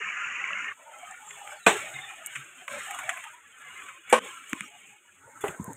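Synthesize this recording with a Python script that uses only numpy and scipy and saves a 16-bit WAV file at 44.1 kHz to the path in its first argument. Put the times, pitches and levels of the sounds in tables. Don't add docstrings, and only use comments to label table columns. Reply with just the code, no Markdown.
import sys
import numpy as np
from scipy import signal
from scipy.fft import rfft, irfft
from scipy.io import wavfile
from scipy.ndimage import uniform_filter1d

SR = 44100
rng = np.random.default_rng(int(sys.argv[2]) if len(sys.argv) > 2 else 0)


def master(y):
    cut = np.clip(np.atleast_2d(y).T, -1, 1)
    pcm = np.round(cut * 32767)
    wavfile.write(sys.argv[1], SR, pcm.astype(np.int16))


N = 254016
T = np.arange(N) / SR


def from_db(db):
    return 10 ** (np.asarray(db) / 20)


def rms_one(x):
    return x / np.sqrt(np.mean(x ** 2) + 1e-20)


def in_time(rows):
    s, *columns = np.transpose(rows)
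    return [np.interp(T, s, c) for c in columns]


def colour(x, spectrum):
    size = 8192
    hz, db = np.transpose(spectrum)
    grid_hz = np.arange(size // 2 + 1) * SR / size
    log_gain = np.interp(np.log(grid_hz + 1), np.log(hz), db) * np.log(10) / 20
    cepstrum = irfft(log_gain)
    cepstrum[1:size // 2] *= 2
    cepstrum[size // 2 + 1:] = 0
    response = irfft(np.exp(rfft(cepstrum)))
    return signal.fftconvolve(x, response / np.linalg.norm(response))[:len(x)]


def band(x, low_hz, high_hz, order=2):
    return signal.sosfilt(signal.butter(order, [low_hz, high_hz], "band", fs=SR, output="sos"), x)


def drift(rate):
    step = 40
    r = np.exp(-2 * step * np.pi * rate / SR)
    settle = 2000
    noise = rng.standard_normal(N // step + settle + 2)
    slow = signal.lfilter([1], [1, -2 * r, r * r], noise)[settle:]
    return np.interp(np.arange(N) / step, np.arange(len(slow)), rms_one(slow))


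def grains(per_s, spread_db, share):
    sizes = from_db(spread_db * np.minimum(rng.exponential(1, N), 4)) * rng.choice([-1, 1], N)
    clicks = rms_one(sizes * (rng.random(N) < per_s / SR))
    share = np.clip(share, 0, 1)
    return np.sqrt(share) * clicks + np.sqrt(1 - share) * rng.standard_normal(N)


def patchy(x, together_db, own_db, rate):
    layer_feet = 450, 1000, 2100, 4800
    parts, together = np.zeros((5, N)), drift(14.0)
    edges = np.r_[np.geomspace(35, 400, 10), np.geomspace(430, layer_feet[-1], 32)]
    for low, high in zip(edges, edges[1:]):
        part = np.searchsorted(layer_feet, low)
        level_db = together_db * together + own_db[part] * drift(rate)
        parts[part] += band(x, low, high) * from_db(level_db)
    parts[-1] = band(x, layer_feet[-1], 17000) * from_db(together_db * together)
    return parts


def swell(t, rise, t60):
    rise = max(rise, .0003)
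    return np.clip(t / rise, 0, 1) * from_db(-60 * np.clip((t - rise) / t60, 0, 3))


def ring(drive, modes):
    out = 0
    for k, (hz, db, t60) in enumerate(modes):
        r = from_db(-60 / (min(t60, .3) * SR))
        w = 2 * np.pi * hz / SR
        gain = (-1) ** k * from_db(db) * np.sin(w)
        out = out + signal.lfilter([0, gain], [1, -2 * r * np.cos(w), r * r], drive)
    return out


def blows():
    # t/s, ring level/dB, delay of main hit/s, ratio of main hit to first touch,
    # crack level/dB, crack t60/s, echo level/dB, echo t60/s
    strikes = [(1.664, -12, 0.0033, 1.7, -10, 0.19, -41, 0.55),
               (4.1252, -11, 0.0025, 5.6, -10, 0.092, -24, 0.98),
               (5.4382, -17.5, 0.0023, 1.1, -54, 0.081, -27, 0.27)]
    ends = 2.6, 4.193, 5.76
    # f/Hz, level re ring/dB, t60/s (0.3 s at most is used)
    standing, felled, bundle = [(191.6, -5, 0.12), (341, -10, 0.23), (456, -2, 0.094), (680, 5, 0.089),
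                                (847, 3.5, 0.019), (1054, -10, 0.3), (1150, -12.5, 0.17), (1350, -12, 0.11),
                                (1512, 2.5, 0.096), (1900, -10, 0.19), (2240, -6, 0.11), (2485, 13, 0.029),
                                (2640, -2.5, 0.15), (2800, -7.5, 0.082), (3860, -21, 0.12)], [(228, -12, 0.6), (500, 1.5, 0.14), (633, -3.5, 0.082),
                                                  (807, 4, 0.04), (935, 2, 0.073), (1233, -13.5, 0.24),
                                                  (1544, -12, 0.22), (1650, -16.5, 0.072), (2320, 2, 0.07),
                                                  (3010, -22.5, .15), (3300, -17.5, .15)], [(416, 1, 0.067), (547, -14, 0.18),
                                                                  (802, -11, 0.1), (1040, -8, 0.063),
                                                                  (1570, -8, 0.043), (2120, -22, .05)]
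    # f/Hz, relative level/dB
    standing_crack, felled_crack = [(24, -66), (40, -37.5), (164, -15), (377, -14.5), (438, -3), (523, -9),
                                    (672, -5.5), (910, -5.5), (1470, -9), (3730, -16), (4800, -39),
                                    (7940, -12.5), (9710, -35), (14900, -39), (16500, -40)], [(24, -58), (40, -24), (160, -50.5), (222, -22),
                                                            (324, -14.5), (510, -5.5), (910, -11.5),
                                                            (1110, 3), (1230, -15.5), (1540, -10.5),
                                                            (3050, -15), (4680, -37.5), (8140, -21),
                                                            (15300, -51), (16500, -73)]
    bundle_crack = [(24, -48), (40, -28), (427, 3), (1510, -3.5), (3290, -19), (4560, -47), (4920, -56),
                    (6170, -38), (7940, -20), (15300, -34), (16500, -52)]
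    out = np.zeros(N)
    poles = (standing, standing_crack), (felled, felled_crack), (bundle, bundle_crack)
    for strike, (modes, crack_colour), end in zip(strikes, poles, ends):
        s, ring_db, main_s, main, crack_db, crack_t60, echo_db, echo_t60 = strike
        start = round(s * SR)
        t = np.arange(min(SR, N - start)) / SR
        push = t * np.exp(-t / .00004)
        push = push + main * np.roll(push, round(main_s * SR))
        tube = from_db(ring_db) * ring(push / push.sum() + 1e-18, modes)
        spray = from_db(crack_db - 60 * t / crack_t60) + from_db(echo_db - 60 * t / echo_t60)
        noise = spray * np.clip(t / 0.002, 0, 1) * rng.standard_normal(len(t))
        crack = colour(noise, crack_colour)
        out[start:][:len(t)] += (tube + crack) * np.clip((end - s - t) / .002, 0, 1)
    return out


def thuds():
    # t/s, sine level/dB, f/Hz, rise/s, t60/s
    contacts = [(1.93, -46, 136, 0.023, 0.33), (2.352, -45.5, 137, 0.041, 0.14),
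                (2.716, -48, 235, 0.0074, 0.11), (4.527, -23, 265, 0.0079, 0.014),
                (4.607, -41, 200, .004, 0.097), (5.251, -55, 104, 0.012, 0.076),
                (5.481, -32.5, 378, 0.0033, 0.11), (5.5964, -21.5, 185, 0.0038, 0.021),
                (5.608, -28, 215, 0.0024, 0.068), (5.679, -29, 197, 0.0012, 0.074),
                (5.703, -34.5, 274, 0.003, 0.074)]
    out, rough = 0, rms_one(band(rng.standard_normal(N), 42, 227))
    for s, db, hz, rise, t60 in contacts:
        tone = np.sin(2 * np.pi * hz * (T - s))
        out = out + from_db(db) * swell(T - s, rise, t60) * (tone + 0.33 * rough)
    return out


def snaps():
    # t/s, body peak level/dB, body centre f/Hz, treble peak level/dB,
    # air peak level/dB, rise/s, t60/s
    breaks = [(1.108, -39, 830, -33.5, -65, 0.0019, 0.04), (1.304, -31, 2500, -44, -60, 0.0033, .04),
              (1.474, -28.5, 1660, -47, -63, 0.0012, 0.0097), (1.518, -31.5, 844, -51, -58, 0.005, 0.042),
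              (2.106, -31, 1310, -40, -57, 0.0027, 0.037), (2.261, -47, 2350, -18.5, -28, 0.00067, 0.01),
              (2.268, -50, 2350, -29.5, -23, 0.0011, 0.01), (2.35, -21.5, 2280, -28.5, -55, 0.0088, 0.066),
              (2.678, -21.5, 1380, -36, -45, 0.0015, 0.028), (2.727, -48, 1500, -37, -38, 0.00082, 0.011),
              (2.908, -26, 1350, -27.5, -33, 0.00079, 0.036), (2.945, -26.5, 810, -32, -40, 0.00081, 0.069),
              (2.987, -22, 1270, -28, -36, 0.001, 0.081), (3.031, -31, 800, -49, -43, 0.00082, 0.026),
              (3.091, -12.5, 1760, -22.5, -37, 0.0016, 0.06), (3.172, -28, 1570, -41, -43, 0.0011, 0.042),
              (3.239, -27.5, 2150, -36, -44, 0.0015, 0.041), (3.619, -43, 2000, -45, -52, 0.00089, 0.016),
              (3.82, -29.5, 1620, -53, -57, 0.00091, .025), (3.885, -31.5, 1760, -51, -54, 0.00069, 0.034),
              (4.095, -35, 1710, -29, -36.5, 0.0029, 0.15), (4.492, -42, 2000, -33.5, -40, 0.004, 0.047),
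              (4.531, -10.5, 1720, -19, -29, 0.00022, 0.0015),
              (4.607, -17, 2000, -23.5, -38, 0.00041, 0.0087),
              (5.405, -42, 1730, -32.5, -38, 0.0084, 0.094), (5.48, -26.5, 2400, -32, -35, 0.0013, 0.039),
              (5.642, -50, 930, -30, -30, 0.00085, 0.015), (5.732, -57, 800, -31.5, -34, 0.00088, 0.0053)]
    # f/Hz, relative level/dB
    snap_colour = [(35, -54), (60, -20), (334, -46), (691, -10), (1080, 0.5), (2190, 0.5), (2520, 2),
                   (3500, -10.5), (4750, -43.5), (7240, -3.5), (9610, -13.5), (15000, -21), (16500, -42.5)]
    out, t = np.zeros(N + SR), np.arange(SR // 4) / SR
    noises = rng.choice([-1., 1.], (len(breaks), len(t)))
    for (s, body_db, hz, treble_db, air_db, rise, t60), noise in zip(breaks, noises):
        burst = colour(noise * swell(t, rise, t60), snap_colour)
        layers = ((body_db, (hz / 1.5, hz * 1.83)),
                  (body_db - 17.5, (3400, 6000)),
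                  (treble_db, (6000, 9200)),
                  (air_db, (9200, 16500)))
        for db, edges in layers:
            part = band(burst, *edges, order=3)
            out[round(s * SR):][:len(t)] += from_db(db) * part / np.abs(part).max()
    return out[:N]


def handling():
    # f/Hz, relative level/dB
    rustle_colour, hiss_colour = [(24, -72), (40, -28), (92, -20), (340, -21), (500, -22), (587, -11.5),
                                  (690, -14), (812, -7.5), (954, -13.5), (1290, 0), (2840, -6.5),
                                  (3480, -14.5), (4710, -56.5), (5000, -66.5), (6500, -45.5), (11000, -120)], [(2650, -53), (4500, -27.5), (4860, -38.5),
                                                         (5020, -35.5), (5300, -29), (5410, -39.5),
                                                         (5900, -27.5), (6410, -2), (7580, 0), (8780, -2),
                                                         (9470, -15), (15200, -19.5), (15900, -29.5),
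                                                         (16500, -64.5)]
    mid_treble_colour = [(2120, -28), (3600, 3), (4290, -10.5), (4590, -29), (4780, -34.5), (5370, -8.5),
                         (6400, -12.5), (8320, -39.5), (14100, -120)]
    # t/s, hiss level/dB
    stir = [(0, -65), (.6, -63.5), (.74, -60), (1.1, -51.5), (1.18, -55), (1.31, -51.5), (1.53, -49),
            (1.65, -57.5), (1.7, -37), (1.9, -47), (2.07, -52), (2.3, -52), (2.38, -50), (2.54, -57),
            (2.62, -50), (2.665, -59.5), (2.685, -49.5), (2.73, -43.5), (2.86, -46), (3.08, -47.5),
            (3.25, -50.5), (3.41, -61.5), (3.5, -60), (3.74, -51.5), (3.9, -53), (4.03, -63), (4.11, -48),
            (4.2, -54), (4.26, -46.5), (4.4, -54), (4.62, -49), (4.7, -56.5), (4.9, -56.5), (4.99, -64),
            (5.15, -61.5), (5.4, -56), (5.48, -45), (5.58, -54), (5.76, -52)]
    # start t/s, then levels re hiss/dB of pole rumble, pole hum, dull rustle,
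    # crisp rustle and mid-treble rustle (the last as at the middle stir)
    stages = [(0, 2.5, 8, 28.5, 9, -13), (0.728, -15.5, -2, 4, 1.5, -25), (1.66, -12.5, -3, 5.5, 5.5, -23),
              (2.675, -13, -1.5, 6.5, 1, -17.5), (2.86, -16.5, -9.5, 5, 5, -22.5),
              (3.3, -10.5, -6, 6.5, 6, -38), (4.195, -13.5, -12, 3.5, 5.5, -21),
              (4.65, -10, -12, -3, 5, -35), (5.0, -9, -10, 1.5, 1.5, -30), (5.199, -5, 0, 4, -11, -21),
              (5.41, -4, 1.5, 4, -6, -33), (5.56, 1.5, 0, -0.5, -18, -25)]
    mid_treble_growth, middle_stir_db = 0.93, -56
    leaves = grains(500, 3.3, 0.19)
    parts = patchy(colour(leaves, rustle_colour), 0.35, (4.2, 9.0, 4.9, 2.8), 7.44)
    parts[-1] = colour(leaves, hiss_colour) * from_db(1.5 * drift(30.0))
    stir_db, = in_time(stir)
    starts, *above = np.transpose(stages)
    stage = np.searchsorted(starts[1:], T)
    *above_db, mid_treble_db = uniform_filter1d(np.array(above)[:, stage], size=441, axis=1)
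    mid_treble_db = mid_treble_db + mid_treble_growth * (stir_db - middle_stir_db) + 1.5 * drift(12.0)
    mid_treble = from_db(mid_treble_db) * rms_one(colour(leaves, mid_treble_colour))
    layers = sum(from_db(db) * rms_one(part) for db, part in zip(above_db + [0], parts))
    return from_db(stir_db) * (mid_treble + layers)


def rubs():
    # start t/s, length/s, level before wavering/dB, f/Hz
    strokes = [(0, 0.03, -47, 450), (0.501, 0.043, -48, 610), (0.791, 0.21, -55, 611),
               (0.898, 0.16, -56, 800), (1.097, 0.043, -45.5, 780), (1.198, 0.082, -49.5, 843),
               (1.376, 0.21, -49.5, 823), (1.434, 0.15, -56.5, 603), (1.699, 0.074, -37.5, 402),
               (1.835, 0.094, -45.5, 626), (1.843, .3, -52, 771), (2.6, 0.044, -56.5, 704),
               (2.681, 0.11, -46.5, 573), (2.876, 0.09, -41.5, 760), (2.994, 0.052, -42, 773),
               (3.078, 0.05, -36, 726), (3.102, 0.11, -49, 1070), (3.155, 0.047, -51.5, 677),
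               (3.241, 0.046, -45.5, 890), (3.335, 0.059, -53.5, 975), (3.683, .3, -54.5, 1060),
               (3.82, 0.053, -58, 330), (4.2, 0.051, -51, 230), (4.2, 0.15, -50, 1063),
               (4.187, 0.088, -45.5, 480), (4.537, .035, -48.5, 300), (4.534, 0.032, -43, 1034),
               (4.627, 0.041, -54.5, 258), (4.903, 0.062, -60.5, 828), (5.246, 0.15, -57, 895),
               (5.268, 0.034, -52, 513), (5.576, 0.11, -48, 1025), (5.684, 0.038, -41.5, 894),
               (5.69, 0.023, -41, 447)]
    edge_s, width_hz = 0.025, 90
    out, friction = 0, grains(300, 3.6, 0.28)
    for s, length, db, hz in strokes:
        gate = np.clip(np.minimum(T - s, s + length - T) / edge_s + .5, 0, 1)
        hum = rms_one(band(friction, hz - width_hz / 2, hz + width_hz / 2))
        out = out + from_db(db) * gate * hum
    return out * from_db(1.23 * drift(26.0))


def whistles():
    # t/s, f/Hz, level/dB
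    calls = [
        [(1.25, 7350, -57), (1.3, 7350, -41.5), (1.38, 7330, -64)],
        [(1.5, 5200, -61), (1.53, 5170, -67), (1.6, 5150, -81)],
        [(1.55, 4750, -74), (1.575, 4350, -62), (1.61, 4100, -69), (1.65, 3870, -45)],
        [(1.94, 3690, -45), (1.99, 3570, -52), (2.02, 3580, -42), (2.1, 3530, -53)],
        [(4.108, 1700, -35.5), (4.124, 1770, -36.5)],
        [(4.645, 5800, -61), (4.66, 5800, -59), (4.68, 5700, -70)],
        [(5.405, 3500, -59), (5.435, 3370, -44)],
    ]
    out = 0
    for rows in calls:
        hz, db = in_time(rows)
        fade = np.clip(np.minimum(T - rows[0][0], rows[-1][0] - T) / 0.0028, 0, 1)
        loudness = from_db(db + 2.4 * drift(60.0))
        phase = 2 * np.pi * np.cumsum(hz * (1 + 0.019 * drift(90.0))) / SR
        out = out + fade * loudness * np.sin(phase)
    return out


def drops():
    # t/s, level/dB, f/Hz
    blips = [(0.077, -25, 2400), (.44, -16.5, 2190), (.505, -20.5, 1280), (0.531, -18.5, 2730),
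             (0.644, -25, 2440)]
    rise_s, t60_s = 0.0023, 0.0097
    return sum(from_db(db) * swell(T - s, rise_s, t60_s) * np.sin(2 * np.pi * hz * (T - s))
               for s, db, hz in blips)


def brook():
    # f/Hz, relative level/dB
    brook_colour = [(35, -75), (60, -49), (133, -19.5), (521, -20.5), (614, -8), (675, -27), (1240, 6.5),
                    (2460, 8.5), (2900, 6.5), (3420, -38), (4750, -39.5), (6910, -9.5), (9380, -46),
                    (11100, -50), (16500, -70)]
    level_db, fades_s, gone_s, fade_db = -34.5, 0.62, .74, 16.5
    fade = np.clip((T - fades_s) / (gone_s - fades_s), 0, 1)
    splashes = colour(grains(900, 5.1, 0.21), brook_colour)
    water = patchy(splashes, 0.59, (2.9, 2.8, 1.2, 3.3), 33.0).sum(axis=0)
    return from_db(level_db - fade_db * fade ** 2) * (fade < 1) * rms_one(water)


def scene():
    return (brook() + drops() + handling() + rubs() + snaps() + thuds() + blows() + whistles())[None]


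def record(dry):
    bass_cut_hz, top_cut_hz = 86, 16600
    thin = signal.sosfilt(signal.butter(2, bass_cut_hz, "high", fs=SR, output="sos"), dry)
    rounded = 1.025 * np.tanh(thin / 1.285)
    return signal.sosfilt(signal.cheby2(14, 60, top_cut_hz, fs=SR, output="sos"), rounded)


dry = scene()
out = record(dry)
master(out)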